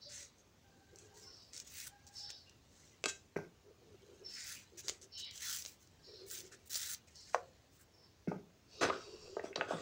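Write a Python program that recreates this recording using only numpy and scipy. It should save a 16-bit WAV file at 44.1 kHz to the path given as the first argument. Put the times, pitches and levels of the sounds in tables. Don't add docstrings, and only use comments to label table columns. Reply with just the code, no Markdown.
import sys
import numpy as np
from scipy import signal
from scipy.io import wavfile
from scipy.ndimage import uniform_filter1d

SR = 44100
rng = np.random.default_rng(int(sys.argv[2]) if len(sys.argv) > 2 else 0)


def dump(signal):
    limited = np.clip(np.atleast_2d(signal).T, -1, 1)
    pcm = np.round(limited * 32767).astype(np.int16)
    wavfile.write(sys.argv[1], SR, pcm)


N = 432621
TIME = np.arange(N) / SR

# start_s, swell_s, fade_s, hiss_db, fibre_db, gap_db, gap_hz
PEEL_PULLS = [(0.085, 0.078, 0.11, -51, -20, -13, 2220), (0.375, .02, 0.026, -69.5, -16, -22, 2000),
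              (0.955, 0.051, 0.083, -65.5, -22, -17, 2110), (1.14, 0.038, 0.1, -61, -11, -27, 2000),
              (1.526, 0.021, 0.078, -51.5, -18, -15.5, 1910), (1.64, 0.064, 0.041, -59, -9, -14, 2100),
              (1.71, 0.0998, 0.073, -52.5, -0.5, -6.5, 1830), (1.864, .012, 0.0051, -51, 2.5, -1.5, 1980),
              (2.066, 0.0067, 0.026, -60.5, -12, -28.5, 2000), (2.11, 0.083, 0.073, -61, -15, -25, 2000),
              (2.285, 0.016, 0.014, -62.5, -25, 2.5, 1600), (2.68, 0.14, 0.14, -68, -15, -14, 2000),
              (4.29, 0.18, 0.079, -52, -14, -10, 1910), (4.35, 0.02, 0.072, -57, -12, 0.5, 1700),
              (4.44, 0.065, 0.076, -52, -2, -5.5, 2000), (4.54, 0.0278, 0.078, -59, -10, -4.5, 2450),
              (4.772, 0.019, 0.023, -49.5, -8, -17, 2400), (4.82, 0.045, 0.11, -56.5, -18, -13, 1880),
              (5.013, 0.0047, 0.0365, -55, -39, -34, 2000), (5.175, 0.013, 0.038, -52.5, -12, -16, 2790),
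              (5.32, 0.059, 0.055, -54.5, -9, -18, 2430), (5.40, 0.068, 0.092, -43.5, -6, -11, 1620),
              (5.48, 0.05, 0.094, -45, -1.5, -16, 1620), (5.625, 0.022, 0.097, -58.5, 0, -12, 2270),
              (5.79, 0.022, 0.061, -70, -5, -31, 2002), (6.262, 0.035, .02, -61.5, 7, -22, 2000),
              (6.299, 0.0207, 0.0337, -54, 7, -8, 1720), (6.335, 0.023, 0.072, -51, -2.5, -13.5, 2310),
              (6.43, 0.0324, .033, -61, -14, -13, 2000), (6.513, 0.022, 0.019, -55, -21, -4, 1790),
              (6.655, .02, 0.0093, -77.5, 16.5, -15, 2000), (6.695, 0.066, 0.017, -46.5, 1, -14, 1640),
              (6.74, 0.042, 0.14, -45, -2.5, -13, 1630), (6.87, 0.063, 0.014, -48, 1.5, -10.5, 1720),
              (7.072, 0.0073, 0.016, -62.5, -12, -6, 2900), (7.1, 0.2, 0.11, -64.5, -18, -23.5, 2000),
              (7.275, 0.0116, 0.024, -61, -14, -7, 2200), (7.33, 0.0108, 0.025, -55.5, -16.5, 0, 2190),
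              (7.71, 0.051, .026, -72.5, -4, -26, 2000), (7.785, .033, 0.0195, -79.5, 13, 8, 1730)]


def amp(db):
    return 10 ** (np.asarray(db) / 20)


def unit(x):
    return x / np.sqrt(np.mean(x ** 2) + 1e-20)


def read(points, hz):
    point_hz, value = np.transpose(points)
    return np.interp(np.log(hz + 1), np.log(point_hz), value)


def add(mix, start_s, sound):
    part = mix[round(start_s * SR):][:len(sound)]
    part += sound[:len(part)]


def response(spectrum, size=4096):
    log_gain = np.log(amp(read(spectrum, abs(np.fft.fftfreq(size, 1 / SR)))))
    taps = np.fft.ifft(np.exp(np.conj(signal.hilbert(log_gain)))).real[:size // 2]
    return taps / np.linalg.norm(taps)


def colour(x, spectrum):
    return unit(signal.oaconvolve(x, response(spectrum))[:N])


def wander(rate_hz):
    knots = np.arange(0, N / SR + 1, 1 / rate_hz)
    return unit(np.interp(TIME, knots, rng.standard_normal(N)[:len(knots)]))


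def crackle(per_s, spread_db):
    size = amp(spread_db * np.minimum(rng.exponential(1, N), 4))
    return unit(size * rng.choice([-1, 1], N) * (rng.random(N) < per_s / SR))


def creased(x, patchy_db, frames=20):
    spectra = signal.stft(x, nperseg=512)[2]
    patches = uniform_filter1d(rng.standard_normal(spectra.shape), size=4, axis=0)
    patches = uniform_filter1d(patches, size=frames, axis=1)
    return unit(signal.istft(spectra * amp(patchy_db * unit(patches)), nperseg=512)[1][:N])


def resonate(x, hz, width_hz):
    turn = np.exp(2j * np.pi * np.cumsum(hz) / SR)
    pole = np.exp(-np.pi * width_hz / SR)
    return unit((turn * signal.lfilter([1], [1, -2 * pole, pole * pole], x / turn)).real)


def scatter(decay, size=22050):
    taps = rng.choice([-1., 1.], size) * (rng.random(size) < .2)
    hz, t, spectra = signal.stft(taps, SR, nperseg=128)
    t60_s = np.maximum(read(decay, hz), .005)[:, None]
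    tail = signal.istft(spectra * amp(-60 * t / t60_s), SR, nperseg=128)[1]
    return tail / np.linalg.norm(tail)


def arch(swell_s, fade_s, sag_db, bend, attack_s, release_s):
    t = np.arange(0, swell_s + fade_s + 8 * release_s, 1 / SR)
    from_peak = np.interp(t, [0, swell_s, swell_s + fade_s], [1, 0, 1])
    contact = np.minimum(t / attack_s, 1) * np.exp(-np.maximum(t - swell_s - fade_s, 0) / release_s)
    return contact * amp(-sag_db * from_peak ** bend)


def strokes(rows, sag_db, bend, attack_share, release_share, column=None):
    power = np.zeros(N)
    for row in rows:
        start_s, swell_s, fade_s, db = row[:4]
        gain = arch(swell_s, fade_s, sag_db, bend, attack_share * swell_s, release_share * fade_s)
        add(power, start_s, (amp(db + (row[column] if column else 0)) * gain) ** 2)
    return np.sqrt(power)


def room_tone(level_db=-67):
    # freq_hz, level_db
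    spectrum = [(20, -39.5), (45, -10.5), (90, 0.5), (150, -7), (400, -11.5), (800, -18), (1500, -22.5),
                (3900, -25), (6500, -24), (8400, -35), (11500, -41), (13400, -39.5), (14800, -34.5),
                (16000, -27)]
    return amp(level_db) * colour(creased(rng.standard_normal(N), patchy_db=1.5, frames=10), spectrum)


def sleeves(gain_db=-1, whistle_hz=5390, sag_hz_per_s=732, roughen_db_per_s=19,
            join_s=0.2, spread_s=0.023, top_hz=5800, fold_hz=3000, fold_lag_s=0.083):
    # start_s, swell_s, fade_s, level_db, weave_hz, clear_db, fold_db, slowing_hz_per_s
    swishes = [(0.0, 0.01, 0.12, -52, 4900, -15, -34, 2500), (1.2, 0.14, 0.13, -57, 5650, -2.5, -32, 2000),
               (2.135, 0.073, 0.15, -49.5, 5000, 2.5, -27, 2000),
               (4.228, 0.041, 0.2, -51, 5150, 2.5, -26, 2500),
               (5.105, 0.066, .13, -44.5, 5150, -11, -8.5, 5860),
               (6.015, 0.12, 0.11, -57.5, 5060, -7, -30, 3000),
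               (7.135, 0.03, 0.089, -57, 5400, -10, -22.5, 2500),
               (7.911, 0.12, 0.057, -69, 5160, 11, -21, 2500)]
    # pitch_ratio, level_db
    side_notes = [(0.89, -2.5), (0.75, -12)]
    out = np.zeros(N)
    ribs = creased(rng.standard_normal(N), patchy_db=4.5)
    lowpass = signal.butter(8, top_hz, fs=SR, output="sos")
    for start_s, swell_s, fade_s, db, start_hz, clear_db, fold_db, slowing in swishes:
        first = round(start_s * SR)
        gain = arch(swell_s, fade_s, sag_db=8, bend=2.8, attack_s=0.03, release_s=0.083)[:N - first]
        t = np.arange(len(gain)) / SR
        threads, cloth = rng.standard_normal((2, len(t)))
        note_hz = whistle_hz - sag_hz_per_s * t
        sides = sum(amp(side_db) * resonate(threads, ratio * note_hz, width_hz=380)
                    for ratio, side_db in side_notes)
        clear = amp(clear_db - roughen_db_per_s * t)
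        song = clear * (resonate(threads, note_hz, width_hz=170) + np.minimum(t / join_s, 1) * sides)
        weave_hz = start_hz - slowing * t
        rough = resonate(ribs[first:][:len(t)], 0.9 * weave_hz, width_hz=1200)
        rough = resonate(rough, 1.226 * weave_hz, width_hz=2400)
        rough = np.minimum(t / spread_s, 1) * unit(signal.sosfilt(lowpass, rough))
        fold = resonate(cloth, np.full(len(t), fold_hz), width_hz=260)
        fold *= amp(fold_db) * np.minimum(t / fold_lag_s, 1) ** 2
        add(out, start_s, amp(db + gain_db) * gain * ((song + rough) / np.hypot(1, clear) + fold))
    return out


def far_tones(gain_db=-1, blur_hz=32, droop=0.14, break_db=1.8):
    # start_s, swell_s, fade_s, level_db, pitch_hz, octave_db
    tones = [(0.04, 0.15, 0.035, -67.5, 580, -22), (0.62, 0.236, 0.445, -77.5, 788, -1),
             (1.88, 0.026, .45, -71.5, 808, -4)]
    out = np.zeros(N)
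    for start_s, swell_s, fade_s, db, hz, octave_db in tones:
        gain = arch(swell_s, fade_s, sag_db=0, bend=6.4, attack_s=0.031, release_s=0.042)
        pitch_hz = hz * (1 - droop * (1 - gain))
        noise = rng.standard_normal(len(gain))
        octave = amp(octave_db) * resonate(noise, 2 * pitch_hz, 2 * blur_hz)
        add(out, start_s, amp(db) * gain * (resonate(noise, pitch_hz, blur_hz) + octave))
    return out * unit(amp(break_db * wander(16))) * amp(gain_db)


def pull(column=None):
    return strokes(PEEL_PULLS, sag_db=12, bend=2.87, attack_share=0.044, release_share=0.19,
                   column=column)


def peel(hiss_db=-1, fibre_db=3.5, gap_db=-1, gap_drift=0.1):
    # freq_hz, level_db
    skin_spectrum = [(300, -48), (1000, -20.5), (1600, -12.5), (2300, -14.5), (2900, -12.5), (3800, -7.5),
                     (5200, -2.5), (6400, 4), (8000, -2.5), (10000, -16), (13000, -28)]
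    # freq_hz, level_db
    fibre_spectrum = [(40, -10), (160, 3), (500, -12.5), (1000, -7.5), (2200, -5.5), (3600, 11), (5000, 8),
                      (7300, 21), (9500, 14.5), (12800, 9), (13700, 1.5), (14800, 19), (15600, 18)]
    # freq_hz, level_db
    gap_spectrum = [(500, -22.5), (1000, -15.5), (1350, 1.5), (2200, 0.5), (3100, 3.5), (4500, -2.5)]
    fine = creased(crackle(per_s=7000, spread_db=3.6), patchy_db=3.4, frames=12) * amp(2.6 * wander(130))
    clicks = fine + .8 * crackle(per_s=380, spread_db=3)
    hiss = colour(clicks + .8 * creased(rng.standard_normal(N), patchy_db=4.5, frames=8), skin_spectrum)
    fibres = colour(clicks, fibre_spectrum)
    peaks_s = [row[0] + row[1] for row in PEEL_PULLS]
    gap_hz = np.interp(TIME, peaks_s, [row[6] for row in PEEL_PULLS])
    rasp = crackle(per_s=6000, spread_db=2.5)
    rasp = resonate(rasp, gap_hz * (1 + gap_drift * wander(25)), width_hz=850)
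    rasp = creased(colour(rasp, gap_spectrum), patchy_db=1.5, frames=9)
    return (amp(hiss_db) * pull() * hiss + amp(fibre_db) * pull(column=4) * fibres
            + amp(gap_db) * pull(column=5) * rasp)


def squelches(touch_db=-5, tear_db=-22, low_hz=1500, high_hz=4400, cycles=26, glide=0.05, count=1500):
    pops = np.zeros(N)
    for when, pitch, size in rng.random((count, 3)):
        pitch_hz = low_hz * (high_hz / low_hz) ** pitch
        turns = np.arange(0, 5 * cycles, pitch_hz / SR)
        age = turns / cycles
        falling_tone = np.sin(2 * np.pi * turns * (1 - glide * age / 10))
        add(pops, when * N / SR, size ** 2 * np.sqrt(age) * np.exp(-age) * falling_tone)
    return (amp(touch_db) * brushing() + amp(tear_db) * pull()) * unit(pops)


def brushing():
    # start_s, swell_s, fade_s, level_db
    touches = [(0.52, 0.87, 1.6, -73.5), (2.62, 0.15, 0.42, -73), (3.75, 0.56, 0.604, -70.5),
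               (5.7, 0.46, 1, -72.5), (7.05, 0.27, 0.344, -73)]
    return strokes(touches, sag_db=10, bend=1, attack_share=0.14, release_share=0.1)


def rustle():
    # freq_hz, level_db
    spectrum = [(500, -11), (1200, -9), (2000, -15.5), (2900, 0.5), (3400, -7), (3950, 3.5), (5000, -3),
                (6200, 0), (7500, -2), (10000, -19.5)]
    grains = creased(crackle(per_s=2000, spread_db=3.4), patchy_db=5, frames=7)
    return brushing() * colour(grains, spectrum)


def forearm(drag_db=-3, groan_db=-3, judder_db=3, waver=0.045, rumble_db=-48, lean_s=0.27):
    # start_s, swell_s, fade_s, level_db, slip_hz
    drags = [(0.87, .2, 0.28, -68.5, 414.5), (3.63, 0.061, 0.052, -67.5, 404.5),
             (3.78, 0.049, 0.04, -67, 510), (3.84, 0.07, 0.042, -61, 395), (4.01, 0.092, 0.056, -59.5, 400),
             (4.18, 0.05, 0.074, -62, 375.6), (4.71, 0.056, 0.04, -64, 355),
             (4.84, 0.027, 0.06, -59.5, 441), (4.98, 0.06, 0.04, -69.5, 374.5),
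             (6.05, 0.11, 0.21, -61, 400.5), (6.38, 0.037, 0.15, -64.5, 368.6),
             (8.73, 0.14, 0.12, -55, 408.4), (9.02, 0.069, 0.12, -57, 425.3),
             (9.2, 0.11, 0.051, -55.5, 420), (9.46, 0.058, 0.04, -60, 400)]
    # freq_hz, level_db
    drag_spectrum = [(150, -30), (280, -24.5), (345, 5.5), (405, 3), (500, -0.5), (600, -9.5), (900, -26),
                     (1400, -17), (2200, -47)]
    # freq_hz, level_db
    rumble_spectrum = [(22, -49.5), (45, -9.5), (65, 12.5), (95, 6), (125, -0.5), (200, -35.5)]
    sliding = strokes(drags, sag_db=6, bend=2, attack_share=0.3, release_share=0.2)
    sliding *= amp(judder_db * wander(35))
    peaks_s = [row[0] + row[1] for row in drags]
    slip_hz = np.interp(TIME, peaks_s, [row[4] for row in drags]) * (1 + waver * wander(70))
    groan = amp(groan_db) * unit(np.sin(2 * np.pi * np.cumsum(slip_hz) / SR))
    friction = amp(drag_db) * colour(crackle(per_s=900, spread_db=2.5), drag_spectrum)
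    weight = uniform_filter1d((pull() + grip()) ** 0.5, size=round(lean_s * SR))
    rumble = unit(amp(3 * wander(12))) * colour(rng.standard_normal(N), rumble_spectrum)
    return sliding * (groan + friction) + amp(rumble_db) * weight * rumble


def snaps(splinter=0.15, splinter_s=0.0017):
    # start_s, peak_db, low_cut_hz
    breaks = [(0.959, -44, 5500), (0.987, -42, 5800), (1.534, -38, 3500), (1.5653, -34, 3490),
              (1.5775, -35, 4170), (1.6008, -31, 3530), (1.779, -40, 3000), (1.8017, -33, 2500),
              (1.87, -37, 5000), (2.068, -44, 6000), (2.3036, -31, 150), (2.305, -39, 3000),
              (2.312, -40, 2500), (2.496, -45.5, 1500), (4.8832, -20, 300), (4.8907, -25, 300),
              (4.8958, -21.5, 302), (5.248, -41.5, 4000), (5.311, -35, 3500), (5.378, -39, 4000),
              (5.422, -36, 3000), (5.623, -34, 3000), (5.651, -31, 150), (5.6611, -29, 120),
              (5.874, -50.5, 3500), (6.301, -39, 4000), (6.313, -34, 5030), (6.352, -33.5, 3500),
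              (6.4051, -34.5, 3000), (6.7066, -39, 3000), (6.733, -29, 3000), (6.7444, -24.5, 2500),
              (6.748, -28, 3000), (6.756, -24.5, 300), (6.758, -29, 3000), (6.7608, -27, 2500),
              (6.796, -32, 3000), (6.816, -31, 3000), (6.831, -31, 2800), (6.857, -35, 2500),
              (6.947, -30, 2000), (7.157, -41, 3000)]
    # freq_hz, level_db
    spectrum = [(150, -15.5), (450, -5.5), (1100, -12), (2000, -8.5), (3200, -4), (4800, 2), (6500, 2.5),
                (8500, -7.5), (10500, -26.5), (13500, -32.5), (15500, -11.5)]
    out, tick = np.zeros(N), response(spectrum)
    t = np.arange(600) / SR
    for start_s, db, low_cut_hz in breaks:
        splinters = splinter * rng.standard_normal(len(t)) * np.exp(-t / splinter_s)
        snap = signal.fftconvolve((t == 0) + splinters, tick)
        snap = signal.lfilter(*signal.butter(4, low_cut_hz, "high", fs=SR), snap)
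        add(out, start_s, amp(db) * snap / abs(snap).max())
    return out


def flexing():
    # start_s, swell_s, fade_s, level_db, pitch_hz, glide_hz_per_s, width_hz
    squeaks = [(1.1, 0.05, 0.06, -68, 857, 1100, 70), (1.22, 0.055, 0.05, -69, 1040, 500, 70),
               (1.26, 0.033, 0.077, -70, 1490, -1600, 100), (2.46, 0.02, 0.035, -65.5, 2750, 0, 250),
               (5.24, 0.045, 0.07, -60.5, 2300, -1200, 400), (8.91, 0.019, 0.079, -49, 1350, -900, 450),
               (9.672, 0.02, 0.04, -50.5, 1490, 0, 400), (9.67, 0.064, 0.091, -56.5, 3200, 3000, 400)]
    out = np.zeros(N)
    for start_s, swell_s, fade_s, db, hz, glide, width_hz in squeaks:
        gain = arch(swell_s, fade_s, sag_db=11, bend=0.81, attack_s=0.006, release_s=0.037)
        pitch_hz = hz + glide * np.arange(len(gain)) / SR
        add(out, start_s, amp(db) * gain * resonate(rng.standard_normal(len(gain)), pitch_hz, width_hz))
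    return out


def knock_ring():
    # pitch_hz, level_db, t60_s
    modes = [(105, -26.5, 0.19), (170, -22.5, 0.0583), (297, -42, 0.11), (387.4, -23, 0.066),
             (614, -26, 0.073), (880, -35, 0.17), (1251, -33, 0.18), (1570, -28.5, 0.16),
             (2187, -24.5, 0.082), (2588, -28.5, 0.26), (2670, -32, 0.18), (3275, -28.5, 0.23),
             (3910, -31, 0.21), (4620, -29, 0.087), (5310, -38, 0.12), (6100, -32.5, 0.097),
             (6980, -29, 0.11), (7800, -31, .18), (7820, -25, 0.11)]
    t = np.arange(SR // 2) / SR
    return sum(amp(db - 60 * t / t60_s) * np.cos(2 * np.pi * hz * t) for hz, db, t60_s in modes)


def knocks(chatter=0.13, chatter_s=0.0027, body_q=2.9):
    # start_s, level_db, body_hz, rolloff_hz, ring_db, room_db
    blows = [(3.0401, -10.5, 420, 7400, -10, -2), (3.0402, -15.5, 2540, 4500, -11, -2),
             (3.058, -5.5, 405, 7740, -13, -5.5), (3.0585, -17, 900, 1500, -19, -2),
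             (3.062, -19.5, 290, 400, -20, -10), (3.3603, -15, 165, 415, -19, 2.5),
             (3.361, -21.5, 1450, 1400, -17, 6), (3.364, -12.5, 353, 640, -21, -1),
             (3.3655, -24, 1950, 1470, -19, 2), (3.388, -21, 200, 1090, -14, 1),
             (7.3452, -1.5, 650, 970, -41, -13), (7.3458, -8.5, 1190, 1980, -40, -2.5),
             (7.3469, -21.5, 6100, 4220, -31, 0), (7.3529, -13.5, 526, 690, -27, 4),
             (7.359, -12.5, 556, 900, -34, 1.5), (8.2737, -10, 390, 450, -10, -4),
             (8.275, -31, 1900, 1500, -6, 0), (8.278, -5.5, 192, 260, -14, -4),
             (8.313, -15, 227, 330, -17, 1.5), (8.316, -28, 1410, 1430, -13, 3),
             (8.317, -11, 470, 786, -12, -1), (8.327, -16, 190, 300, -21, -3),
             (8.358, -16.5, 190, 330, -13, -2), (8.816, -11, 288, 1100, -17, 4.5),
             (8.825, -12.5, 563, 1500, -15, 0), (8.840, -9, 520, 1310, -15, 4),
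             (8.846, -11, 283, 1400, -22, -6), (8.848, -20.5, 80, 140, -22, -4),
             (8.887, -9.5, 345, 500, -7, 2), (8.8993, -8, 614, 2170, -29, -5),
             (8.9026, -7.5, 1060, 1390, -30, -1), (9.368, -8, 418, 880, -12.5, 2.5),
             (9.3949, -19, 448, 706, -15, 1), (9.3955, -21.5, 1970, 1280, -22, -1),
             (9.438, -24, 620, 600, -20, -7), (9.442, -14, 355, 490, -16, 2.5),
             (9.507, -22.5, 370, 450, -7, -2), (9.529, -28, 2200, 1450, -14, 2),
             (9.5575, -21, 2980, 3000, -25, -3), (9.5592, -12.5, 4070, 4030, -34, 1),
             (9.5609, -13.5, 502, 1812, -14, -2), (9.579, -15, 416, 700, -15, -1),
             (9.581, -22, 149, 200, -19, -5), (9.6107, -6.5, 610, 1730, -23, 0),
             (9.616, -9.5, 480, 1400, -9, 0.5), (9.655, -28, 105, 149, -19, -2),
             (9.687, -19.5, 400, 500, -10, 1), (9.708, -8, 595, 666, -9.5, -3),
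             (9.721, -15, 780, 700, -18, -10), (9.733, -11.5, 291, 610, -13, 2),
             (9.741, -17, 185, 199, -11, 5)]
    out, to_room, ring = np.zeros(N), np.zeros(N), knock_ring()
    t = np.arange(len(ring)) / SR
    for start_s, db, body_hz, rolloff_hz, ring_db, room_db in blows:
        push = (t == 0) + chatter * rng.standard_normal(len(t)) * np.exp(-t / chatter_s)
        omega = 2 * np.pi * body_hz
        body = signal.bilinear([1, 0, 0], [1, omega / body_q, omega * omega], SR)
        blow = signal.lfilter(*body, push + amp(ring_db) * ring)
        for order, edge_hz in ((2, rolloff_hz), (6, 1.9 * rolloff_hz)):
            blow = signal.sosfilt(signal.butter(order, min(edge_hz, .4 * SR), fs=SR, output="sos"), blow)
        blow = signal.lfilter(*signal.butter(3, 0.54 * body_hz, "high", fs=SR), blow)
        blow = amp(db) * blow / np.linalg.norm(blow)
        add(out, start_s, blow)
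        add(to_room, start_s, amp(room_db) * blow)
    return out, to_room


def skid(ring_db=-15, partials_db=-6, partials_t60_s=0.28):
    # start_s, swell_s, fade_s, level_db
    slide = [(3.072, 0.022, 0.0093, -38.5)]
    # freq_hz, level_db
    spectrum = [(300, -42), (1500, -10.5), (3000, -8), (4200, -9), (5500, -3.5), (7200, -0.5), (8500, -9),
                (10000, -16), (16000, -17)]
    gain = strokes(slide, sag_db=10, bend=0.95, attack_share=0.47, release_share=0.52)
    slips = gain * colour(rng.standard_normal(N), spectrum)
    ring = amp(ring_db) * knock_ring()
    add(ring, 0, amp(partials_db) * scatter([(1000, partials_t60_s)]))
    return slips + signal.oaconvolve(slips, ring)[:N]


def settling():
    # start_s, swell_s, fade_s, level_db
    landings = [(3.36, 0.0057, 0.11, -40), (8.275, 0.0082, 0.12, -43.5)]
    # freq_hz, level_db
    spectrum = [(50, -5), (100, 4), (250, 4.5), (410, 16.5), (560, -7), (1000, -11), (1250, -13),
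                (1490, 1.5), (1750, -18), (2050, -5), (2500, -11.5), (3000, -31), (5800, -15), (8000, -34)]
    gain = strokes(landings, sag_db=21, bend=0.64, attack_share=0.25, release_share=0.115)
    return gain * colour(crackle(per_s=1500, spread_db=3), spectrum)


def filling():
    # start_s, swell_s, fade_s, level_db
    shakes = [(8.67, 0.16, 0.14, -57), (8.9, 0.12, 0.24, -57), (9.14, 0.11, 0.15, -60),
              (9.74, 0.1, .02, -59)]
    # freq_hz, level_db
    spectrum = [(700, -9), (1050, -5), (1400, -12), (2100, -19), (2770, -2), (3050, -11), (3250, -5),
                (3550, -14), (3810, 0), (4150, -4.5), (4580, 1.5), (5050, -3), (5450, -3.5), (7000, -11),
                (8500, -20.5), (12000, -29)]
    grains = creased(crackle(per_s=5000, spread_db=2.6), patchy_db=3.8, frames=24)
    sliding = strokes(shakes, sag_db=5.5, bend=0.81, attack_share=0.47, release_share=0.21)
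    return sliding * colour(grains, spectrum)


def grip(column=None):
    # start_s, swell_s, fade_s, level_db, film_relative_db
    squeezes = [(8.809, 0.021, .034, -30.5, -9.5), (8.87, 0.012, 0.068, -43.5, -16),
                (9.425, 0.031, 0.037, -56.5, -3), (9.558, 0.0041, 0.11, -47, -15.5),
                (9.68, 0.037, 0.069, -46.5, -7.5), (9.75, .05, .03, -52, -12)]
    return strokes(squeezes, sag_db=7.5, bend=0.99, attack_share=0.16, release_share=0.69, column=column)


def pouch():
    # freq_hz, level_db
    body_spectrum = [(50, -29), (100, -8), (200, -5.5), (300, 1.5), (560, 4), (850, -8), (1300, 0),
                     (2000, -12), (3000, -13), (4500, -15), (8000, -42), (15500, -45.5)]
    # freq_hz, level_db
    film_spectrum = [(800, -23), (2200, -1), (3400, -7.5), (4700, -2), (6500, -1.5), (8000, -7.5),
                     (10000, -8), (13500, -17), (15500, -11.5)]
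    buckles = creased(crackle(per_s=2500, spread_db=3.2), patchy_db=2.5) * amp(1.2 * wander(120))
    crinkles = creased(crackle(per_s=3500, spread_db=3), patchy_db=4, frames=12)
    return grip() * colour(buckles, body_spectrum) + grip(column=4) * colour(crinkles, film_spectrum)


def kitchen(direct, to_room, near_db, tail_db=-14.5, near_t60_s=0.0384):
    # delay_s, level_db
    bounces = [(.0015, -23), (.0024, -26), (.0061, -32)]
    # freq_hz, t60_s
    decay = [(100, 0.46), (500, 0.39), (1200, 0.2), (3000, 0.19), (8000, 0.082), (15000, 0.022)]
    echoes, tail = np.zeros(SR), np.zeros(SR)
    for delay_s, db in bounces:
        add(echoes, delay_s, amp([db]))
    add(echoes, .002, amp(near_db) * scatter([(1000, near_t60_s)]))
    add(tail, .011, amp(tail_db) * scatter(decay))
    return direct + signal.oaconvolve(direct, echoes)[:N] + signal.oaconvolve(to_room, tail)[:N]


def scene(dull_hz=8800, bright_share=0.19):
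    handling = peel() + snaps() + sleeves()
    blows, blows_to_room = knocks()
    rubbing = skid() + pouch() + flexing() + filling()
    hands = kitchen(handling, handling, near_db=-9)
    table = kitchen(blows + rubbing, blows_to_room + rubbing, near_db=-10)
    dulled = signal.sosfiltfilt(signal.butter(6, dull_hz, fs=SR, output="sos"), table)
    table = bright_share * table + (1 - bright_share) * dulled
    mix = hands + table + settling() + forearm() + rustle() + squelches() + far_tones() + room_tone()
    return mix[None]


def record(dry):
    band_limit = signal.firwin(511, cutoff=15800, window=("kaiser", 8), fs=SR)
    return signal.oaconvolve(dry, band_limit[None], "same")


dry = scene()
out = record(dry)
dump(out)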